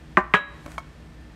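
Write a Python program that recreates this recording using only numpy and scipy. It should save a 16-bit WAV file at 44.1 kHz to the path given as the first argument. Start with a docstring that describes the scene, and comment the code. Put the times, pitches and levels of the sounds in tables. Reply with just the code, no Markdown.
"""Object set down in a quiet room

A small room, with a humidifier humming over faint hiss. Behind it a hard object is set down and knocks
twice: dull and hollow, then brighter with a clink. Each knock is a quick chatter of contacts that rings
object and tabletop. The hand withdraws with a rustle and light taps. The recorder ducks on the knocks."""
import sys
import numpy as np
from scipy import signal
from scipy.fft import rfft, irfft, next_fast_len
from scipy.io import wavfile
from scipy.ndimage import uniform_filter1d, minimum_filter1d, map_coordinates

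SR = 44100
rng = np.random.default_rng(int(sys.argv[2]) if len(sys.argv) > 2 else 0)


def to_wav(s):
    """Save 16-bit WAV."""
    ch = np.atleast_2d(s).T  # columns
    pcm = np.round(np.clip(ch, -1, 1) * 32767)  # PCM
    wavfile.write(sys.argv[1], SR, pcm.astype(np.int16))


N = 59535
FIRST_KNOCK_S, SECOND_KNOCK_S = 0.1732, 0.34
CONTACT_RISE_S, MODE_RISE_S = 0.00047, 0.0014


def amp(db):
    """Decibels to gain."""
    return 10 ** (np.asarray(db) / 20)


def clock():
    """The time of each sample in seconds."""
    return np.arange(N) / SR


def along(points, hz):
    """A curve of (frequency, value) points, read on a log frequency axis."""
    point_hz, values = np.transpose(points)
    return np.interp(np.log(hz + 1), np.log(point_hz + 1), values)


def filtered(x, response):
    """Shape x by a gain that depends on frequency."""
    size = next_fast_len(N + SR // 2)
    return irfft(rfft(x, size) * response(np.fft.rfftfreq(size, 1 / SR)), size)[:N]


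def noise(spectrum):
    """Coloured noise of rms 1."""
    x = filtered(rng.standard_normal(N), lambda hz: amp(along(spectrum, hz)))
    return x / x.std()


def wobble(knots_per_s):
    """A smooth random curve."""
    return map_coordinates(rng.standard_normal(64), [clock() * knots_per_s], mode="mirror")


def struck(start_s, rise_s, t60_s):
    """Envelope of a blow: a rise, then exponential decay."""
    age = np.maximum(clock() - start_s, 0)
    return (1 - np.exp(-age / rise_s)) * np.exp(-np.log(1000) * age / t60_s)


def ring(start_s, modes, rise_s, scatter=0.):
    """Damped modes, starting out of step by up to scatter of a cycle."""
    age = clock() - start_s
    return sum(amp(db) * struck(start_s, rise_s, t60)
               * np.sin(2 * np.pi * (hz * age + scatter * rng.random())) for hz, db, t60 in modes)


def room_tone():
    """The humidifier's hum wavers over the hiss of the room."""
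    hum_tones = [(59.2, -53), (156.1, -55), (236.9, -60.5), (312.2, -60), (1776, -69.5), (3246, -75.5)]  # pitch_hz, level_db
    hiss_spectrum = [(25, -25), (45, -10.5), (64, -4.5), (91, -12.5), (160, -14), (300, -21), (450, -24),
                     (1140, -30.5), (1770, -30.5), (3300, -37.5), (4500, -40.5), (6500, -46), (8700, -48),
                     (10200, -54.5), (12700, -55.5), (14000, -60.5), (15800, -72)]  # frequency_hz, relative_db
    drift = [(0, -0.5), (.14, -0.5), (.55, 1.5), (.7, 0), (1.35, -1)]  # hum and hiss together: time_s, gain_db
    t = clock()
    hum = sum(np.sqrt(2) * amp(db + 3.5 * wobble(12.11))
              * np.sin(2 * np.pi * hz * t + 0.98 * wobble(11.3)) for hz, db in hum_tones)
    hiss = amp(-46.5) * noise(hiss_spectrum)
    return amp(np.interp(t, *np.transpose(drift))) * (hum + hiss)


def reverb(x):
    """The walls answer evenly across the spectrum; each frequency dies at its own speed."""
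    decay_times = [(100, 0.19), (400, 0.33), (1000, 0.49), (1800, 0.47), (3000, 0.41), (5000, .14),
                   (14000, .1)]  # frequency_hz, t60_s
    build_s = 0.01
    hz, t, spectra = signal.stft(rng.standard_normal(SR), SR, nperseg=256)
    fade = np.exp(-np.log(1000) * t / along(decay_times, hz)[:, None]) * (1 - np.exp(-t / build_s))
    fade /= np.linalg.norm(fade, axis=1, keepdims=True)
    _, tail = signal.istft(np.exp(1j * np.angle(spectra)) * fade, SR, nperseg=256)
    return signal.fftconvolve(x, tail / np.linalg.norm(tail))[:N]


def room_boom():
    """The first knock wakes the room's lowest mode, which swells slowly."""
    pitch_hz, level_db, t60_s = 58.65, -19, 0.49
    return ring(FIRST_KNOCK_S, [(pitch_hz, level_db, t60_s)], rise_s=0.13)


def sleeve_rustle():
    """The sleeve brushes past, swelling and fading unevenly."""
    cloth_spectrum = [(30, 5), (60, 28.5), (130, 2), (300, -5), (700, 10.5), (2000, 2), (4000, -11),
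                      (8000, -7), (12000, -14.5), (15500, -28)]  # frequency_hz, relative_db
    start_s, peak_s, end_s = 0.57, 0.745, 0.815
    swell = np.interp(clock(), [start_s, peak_s, end_s], [0, 1, 0])
    return swell * amp(-47 + 1.2 * wobble(42.5)) * noise(cloth_spectrum)


def taps():
    """Light touches: a small hollow body that radiates little bass, a soft thump and a bright snap."""
    # start_s, body_db, snap_db, snap_t60_s, thump_db
    touches = [(0.6615, -31.5, -38.5, 0.017, -39.5), (.6790, -39, -54, 0.0238, -44.5),
               (.7178, -72, -36, .013, -77), (.7806, -17.5, -38.5, .04, -68),
               (0.7932, -39, -47.5, .02, -72), (0.8024, -35, -60, .02, -67), (1, -69, -69.5, .02, -56.5)]
    # resonances: pitch_hz, level_db, t60_s
    body_modes = [(681, -10, 0.054), (927, -4.5, 0.023), (1082, 0.5, 0.026), (1278, -5.5, 0.032),
                  (1390, -8, 0.01), (2218, -9.5, 0.038), (3180, -15.5, 0.022)]
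    thump_modes = [(151, 2.5, 0.049), (294, 9.5, 0.04), (585, 10.5, 0.035)]
    snap_spectrum = [(300, -17), (1200, 2), (3000, -8), (5000, -6), (8000, -10), (12500, -21.5),
                     (15800, -22)]  # frequency_hz, relative_db
    bodies = sum(amp(db) * ring(start, body_modes, CONTACT_RISE_S) for start, db, *_ in touches)
    sound = signal.sosfilt(signal.butter(2, 620, "high", fs=SR, output="sos"), bodies)
    for start, _, snap_db, snap_t60, thump_db in touches:
        sound += amp(thump_db) * ring(start, thump_modes, MODE_RISE_S, scatter=0.76)
        sound += amp(snap_db) * struck(start, rise_s=0.00017, t60_s=snap_t60) * noise(snap_spectrum)
    return sound


def chatter():
    """The object meets the table in quick contacts whose finite hardness leaves little treble."""
    # start_s, level_db, pitch_hz, t60_s
    contacts = [(0.1714, 10, 1820, 0.0048), (.1750, 6.5, 1281, 0.008), (.1770, -2, 1350, 0.011),
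                (.1802, 3, 890, 0.004), (0.3383, 13.5, 2113, 0.0046), (0.3399, 8.5, 2590, 0.0046),
                (0.3416, 10.5, 1120, 0.0094), (.3482, 6, 1880, .007), (.3504, -7, 2270, 0.0066),
                (0.3527, -8.5, 1615, 0.014)]
    clicks = sum(ring(start, [(hz, db, t60)], CONTACT_RISE_S) for start, db, hz, t60 in contacts)
    return signal.sosfilt(signal.butter(3, 5400, fs=SR, output="sos"), clicks)


def tabletop():
    """The tabletop's dense, short ringing starts just before the object's modes build."""
    # colour under each knock: frequency_hz, relative_db
    dull_spectrum = [(60, -43), (150, -32), (500, -7), (1200, 5.5), (1900, -1.5), (2800, -16), (3500, -29),
                     (5000, -35), (7500, -33.5), (10500, -51.5), (12800, -45), (14000, -77)]
    bright_spectrum = [(60, -9.5), (150, -9.5), (550, -3.5), (1200, 1.5), (2300, -3), (3300, -7.5),
                       (4200, -25), (5500, -29), (8000, -30.5), (10800, -46), (12900, -37), (14000, -66.5)]
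    lead_s, rise_s = 0.0016, 0.00088
    first = struck(FIRST_KNOCK_S - lead_s, rise_s, t60_s=0.11) * noise(dull_spectrum)
    second = struck(SECOND_KNOCK_S - lead_s, rise_s, t60_s=0.12) * noise(bright_spectrum)
    return amp(-10.5) * first + amp(-7.5) * second


def object_ring():
    """The object's modes ring hollow on the first knock and clink on the second."""
    # resonances: pitch_hz, level_db, t60_s
    hollow_modes = [(194.3, -7, 0.076), (365.6, -6.5, 0.09), (605.6, -13, .11), (777, -13.5, .12),
                    (1017, -12, .17), (1166, -6, 0.092), (1428, -16.5, 0.11), (1577, -10, 0.092),
                    (1823, -15.5, 0.15), (1836, -19, 0.038), (2467, -26, .07)]
    clink_modes = [(187, -8.5, 0.064), (412.5, -10.5, 0.087), (575.7, -29.5, 0.47), (986, -19.5, 0.21),
                   (1190, -28, .15), (1235, -9, .13), (1462, -13.5, 0.12), (1665, -10, 0.25),
                   (1667, -22, 0.38), (1826, -16, 0.031), (2306, -14, 0.078), (2286, -17.5, .08),
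                   (2535, -14.5, 0.048), (3240, -17.5, 0.07), (3877, -30, 0.41)]
    hollow = ring(FIRST_KNOCK_S, hollow_modes, MODE_RISE_S, scatter=0.84)
    clink = ring(SECOND_KNOCK_S, clink_modes, MODE_RISE_S, scatter=0.84)
    return amp(-2.5) * hollow + clink


def scene():
    """At the microphone, in mono: knocks, taps and rustle in the humming room."""
    hits = chatter() + object_ring() + tabletop() + taps()
    return (hits + amp(-17.5) * reverb(hits) + room_boom() + sleeve_rustle() + room_tone())[None]


def record(dry):
    """The recorder's gain ducks on loud sound, holds and recovers; peaks are limited, the top is cut."""
    threshold_db, hold_s, release_db_per_s = -8, 0.12, 68
    ceiling, top_hz = 0.8, 15700
    x = dry[0]
    level_db = 10 * np.log10(np.abs(uniform_filter1d(x * x, size=256)) + 1e-12)
    over_db = np.maximum(level_db - threshold_db, 0)
    hold = int(hold_s * SR)
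    held_db = -minimum_filter1d(-over_db, hold, origin=(hold - 1) // 2)
    recovery_db = release_db_per_s * clock()
    ducked = x * amp(recovery_db - np.maximum.accumulate(held_db + recovery_db))
    peak_gain = np.minimum(1, ceiling / (np.abs(ducked) + 1e-9))
    limited = ducked * uniform_filter1d(minimum_filter1d(peak_gain, size=129), size=129)
    return filtered(limited, lambda hz: hz < top_hz)[None]


dry = scene()
out = record(dry)
to_wav(out)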